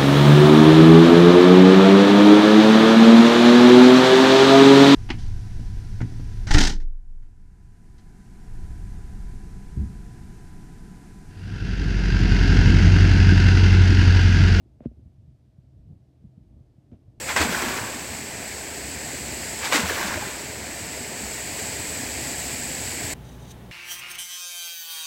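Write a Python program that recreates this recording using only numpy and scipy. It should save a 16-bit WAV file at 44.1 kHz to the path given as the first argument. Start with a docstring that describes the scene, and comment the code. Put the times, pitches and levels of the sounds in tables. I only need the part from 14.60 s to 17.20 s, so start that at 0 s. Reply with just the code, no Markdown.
"""Distant helicopter in light wind

A far helicopter's tail rotor hums over a dull roar that throbs faintly with the main blades.
Gusts rumble on the microphone port of a hand-held camera, among short low thumps: wind buffets
and one small early knock. Twice the grip shifts: skin rubs, fingertips click and soft knocks
ring the case."""
import sys
import numpy as np
from scipy import signal
from scipy.fft import rfft, irfft
from scipy.io import wavfile

SR = 44100
rng = np.random.default_rng(int(sys.argv[2]) if len(sys.argv) > 2 else 0)


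def to_wav(s):
    """Save 16-bit WAV."""
    ch = np.atleast_2d(s).T  # columns
    pcm = np.round(np.clip(ch, -1, 1) * 32767)  # PCM
    wavfile.write(sys.argv[1], SR, pcm.astype(np.int16))


N = 114660
T = np.arange(N) / SR


def amp(db):
    """Amplitude ratio of a level in decibels."""
    return 10 ** (np.asarray(db) / 20)


def unit(x):
    """Normalisation to rms 1."""
    return x / np.sqrt(np.mean(x ** 2) + 1e-20)


def curve(points):
    """Linear interpolation of (t/s, value) points."""
    return np.interp(T, *np.transpose(points))


def colour(x, spectrum):
    """Spectral shaping by (f/Hz, level/dB) points, at rms 1."""
    hz, db = np.transpose(spectrum)
    f = np.fft.rfftfreq(N, 1 / SR)
    gain = amp(np.interp(np.log(f + 1), np.log(hz), db))
    return unit(irfft(rfft(x) * gain, N))


def noise(spectrum):
    """Gaussian noise of a given spectral shape, at rms 1."""
    return colour(rng.standard_normal(N), spectrum)


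def drift(hz):
    """Random fluctuation with a bandwidth of about hz, at rms 1."""
    f = np.fft.rfftfreq(N, 1 / SR)
    gain = np.exp(-(f / hz) ** 2) * (f > 0)
    return unit(irfft(rfft(rng.standard_normal(N)) * gain, N))


def lowpass(x, hz, order):
    """Causal low-pass filter."""
    return signal.sosfilt(signal.butter(order, min(hz, SR / 2 - 1), fs=SR, output="sos"), x)


def add(mix, s, sound):
    """Superposition of a sound on the mix from time s."""
    part = mix[max(round(s * SR), 0):][:len(sound)]
    part += sound[:len(part)]


# wind strength at the microphone: t/s, level/dB
GUST_LEVEL = [(0, -67), (.15, -56.5), (.32, -53.5), (.40, -54), (.48, -49), (.53, -56.5), (.59, -52.5),
              (.68, -50), (.75, -55.5), (.81, -64.5), (.92, -59.5), (1.07, -59), (1.18, -53), (1.26, -50.5),
              (1.33, -47.5), (1.43, -58), (1.57, -63.5), (1.66, -44), (1.74, -67.5), (1.82, -52.5),
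              (1.98, -49.5), (2.10, -60), (2.28, -70), (2.34, -44), (2.42, -71), (2.48, -48), (2.53, -73.5),
              (2.6, -54)]
# spectrum of the turbulence: f/Hz, relative level/dB
WIND_SPECTRUM = [(15, -52), (22, -40), (30, -22), (42, -6), (60, 4.5), (100, 2.5), (170, -6.5), (260, -18),
                 (400, -30), (700, -38.5), (1500, -74.5)]

def wind(brightening=0.28, lump_db=3.5):
    """Turbulent pressure at the port: in a gust the upper band grows faster than the bass."""
    gust_db, flow = curve(GUST_LEVEL), noise(WIND_SPECTRUM)
    forward = lowpass(flow, hz=166, order=2)
    bass = lowpass(forward[::-1], hz=167, order=2)[::-1]  # the backward pass cancels the phase lag
    upper_db = brightening * (gust_db - gust_db.mean()) + lump_db * drift(hz=9.3)
    return amp(gust_db) * (bass + (flow - bass) * amp(upper_db))


# short low thumps (one small early knock, then wind buffets): t/s, peak level/dB, centre f/Hz
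THUMP_PULSES = [(.062, -49, 275), (.374, -52, 320), (.395, -46, 255), (0.431, -44, 91.5),
                (.463, -42.5, 166), (.479, -41, 74), (.585, -42.5, 101), (0.683, -42.5, 124),
                (0.73, -52.5, 129), (0.988, -40, 141), (1.171, -41, 90), (1.21, -45, 55), (1.311, -38, 133),
                (1.644, -39, 177), (1.653, -36.5, 127), (1.781, -36.5, 149), (2.186, -44, 151),
                (2.486, -47.5, 89), (2.582, -48.5, 63.7)]

def thumps(width_cycles=0.45):
    """Each thump is one short pressure swing under a Gaussian envelope."""
    out = np.zeros(N)
    for s, db, hz in THUMP_PULSES:
        cycles = (T - s) * hz
        envelope = np.exp(-.5 * (cycles / width_cycles) ** 2)
        out += amp(db) * envelope * np.cos(2 * np.pi * cycles)
    return out


# slides of the grip: start t/s, rise/s, fall/s, peak level/dB
GRIP_SLIDES = [(0.21, 0.048, 0.013, -54.5), (2.313, .016, 0.037, -60)]
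# spectrum of skin rubbing the case: f/Hz, relative level/dB
SKIN_SPECTRUM = [(40, -18), (100, -6), (300, 4), (620, 8.5), (820, -6.5), (1400, -14), (2700, -18.5),
                 (3500, -21.5), (4400, -28), (6500, -32), (9000, -42.5), (12000, -52)]

def rubs(grain_db=0.5):
    """Sliding friction makes grainy noise that swells and stops with the grip's motion."""
    envelope = sum(amp(db) * np.interp(T, [s, s + rise, s + rise + fall], [0, 1, 0]) ** 0.41
                   for s, rise, fall, db in GRIP_SLIDES)
    friction = rng.standard_normal(N) * amp(grain_db * drift(hz=400))
    return envelope * colour(friction, SKIN_SPECTRUM)


# fingertip landings: t/s, gain/dB, cutoff f/Hz
FINGER_TAPS = [(.2056, -45.5, 2800), (.2548, -44.5, 2660), (2.3168, -56, 6000)]

def finger_clicks(hz=594, t60_s=0.02):
    """A fingertip's impact excites one damped oscillation, a tiny hollow click."""
    out, t = np.zeros(N), T[:SR // 20]
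    click = amp(-60 * t / t60_s) * np.cos(2 * np.pi * hz * t)
    for s, db, cutoff_hz in FINGER_TAPS:
        add(out, s, amp(db) * lowpass(click, cutoff_hz, order=6))
    return out


# modes of the case: f/Hz, relative level/dB, T60/s
CASE_MODES = [(143.6, -0.5, .044), (229, 0.5, 0.058), (567, -12, .032)]
# blows on the case: t/s, gain/dB, cutoff f/Hz
CASE_BLOWS = [(0.2059, -37.5, 704), (0.2566, -20.5, 510), (0.3137, -45.5, 650), (2.3180, -38.5, 395),
              (2.325, -44.5, 300)]

def knocks(sway_hz=60.7, sway_peak_s=0.029, sway_db=-19.5):
    """Soft impacts excite the damped normal modes of the case, which then sways in the hand."""
    out, t = np.zeros(N), T[:SR // 4]
    ring = sum(amp(db - 60 * t / t60) * np.cos(2 * np.pi * hz * t) for hz, db, t60 in CASE_MODES)
    ring = signal.sosfilt(signal.butter(8, 70, "high", fs=SR, output="sos"), ring)
    swell = (t / sway_peak_s * np.exp(1 - t / sway_peak_s)) ** 2
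    sway = -amp(sway_db) * swell * np.sin(2 * np.pi * sway_hz * t)
    for s, db, cutoff_hz in CASE_BLOWS:
        add(out, s, amp(db) * (lowpass(ring, cutoff_hz, order=8) + sway))
    return out


# spectrum of rotor wash and turbine: f/Hz, relative level/dB
ROAR_SPECTRUM = [(15, -47), (25, -35), (50, -3.5), (90, 2), (180, -8.5), (300, -5.5), (420, -17.5),
                 (540, -20), (660, -19), (800, -25), (1000, -33), (1400, -43), (3000, -59.5)]
# strength of the roar: t/s, level/dB
ROAR_ENVELOPE = [(0, -59), (.6, -63.5), (1.2, -62), (1.8, -61), (2.3, -59.5), (2.6, -59)]

def helicopter_roar(blade_hz=24.78, depth=0.099):
    """Broadband noise, amplitude-modulated at the main rotor's blade-passing frequency."""
    chop = 1 + depth * np.cos(2 * np.pi * blade_hz * T)
    return amp(curve(ROAR_ENVELOPE)) * noise(ROAR_SPECTRUM) * chop


# tail rotor tones: harmonic number, relative level/dB
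TAIL_HARMONICS = [(1, 2.5), (2, -19), (3, -27), (5, -23)]
# strength of the hum: t/s, level/dB
TAIL_ENVELOPE = [(0, -64.5), (.5, -59.5), (.85, -63.5), (1.1, -54.5), (1.5, -62), (1.9, -55), (2.1, -61.5),
                 (2.6, -64)]

def tail_rotor(blade_hz=128, wander=0.01, fading_db=1.5):
    """Periodic blade passage radiates harmonics, each fading on its own in the moving air."""
    cycles = np.cumsum(blade_hz * (1 + wander * drift(hz=10))) / SR
    hum = np.zeros(N)
    for k, db in TAIL_HARMONICS:
        gain = amp(db + fading_db * drift(hz=5.7))
        hum += gain * np.sin(2 * np.pi * (round(k) * cycles + rng.random()))
    return amp(curve(TAIL_ENVELOPE)) * unit(hum)


def scene():
    """Superposition of helicopter, wind and handling at one microphone."""
    helicopter = tail_rotor() + helicopter_roar()
    return (helicopter + wind() + thumps() + knocks() + finger_clicks() + rubs())[None]


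# spectrum of the microphone's hiss: f/Hz, relative level/dB
HISS_SPECTRUM = [(100, 2.5), (1000, 0), (2000, -1), (3200, -2.5), (5000, -4), (7200, -8.5), (9000, -8.5),
                 (10200, -12.5), (13500, -14.5), (14500, -20)]

def record(dry, hiss_db=-81, cutoff_hz=14400):
    """The microphone adds self-noise, and a linear-phase low-pass limits the bandwidth."""
    hiss = amp(hiss_db) * noise(HISS_SPECTRUM)
    band_limit = signal.firwin(511, cutoff_hz, window=("kaiser", 9), fs=SR)
    return signal.oaconvolve(dry + hiss, band_limit[None], "same")


dry = scene()
out = record(dry)
to_wav(out)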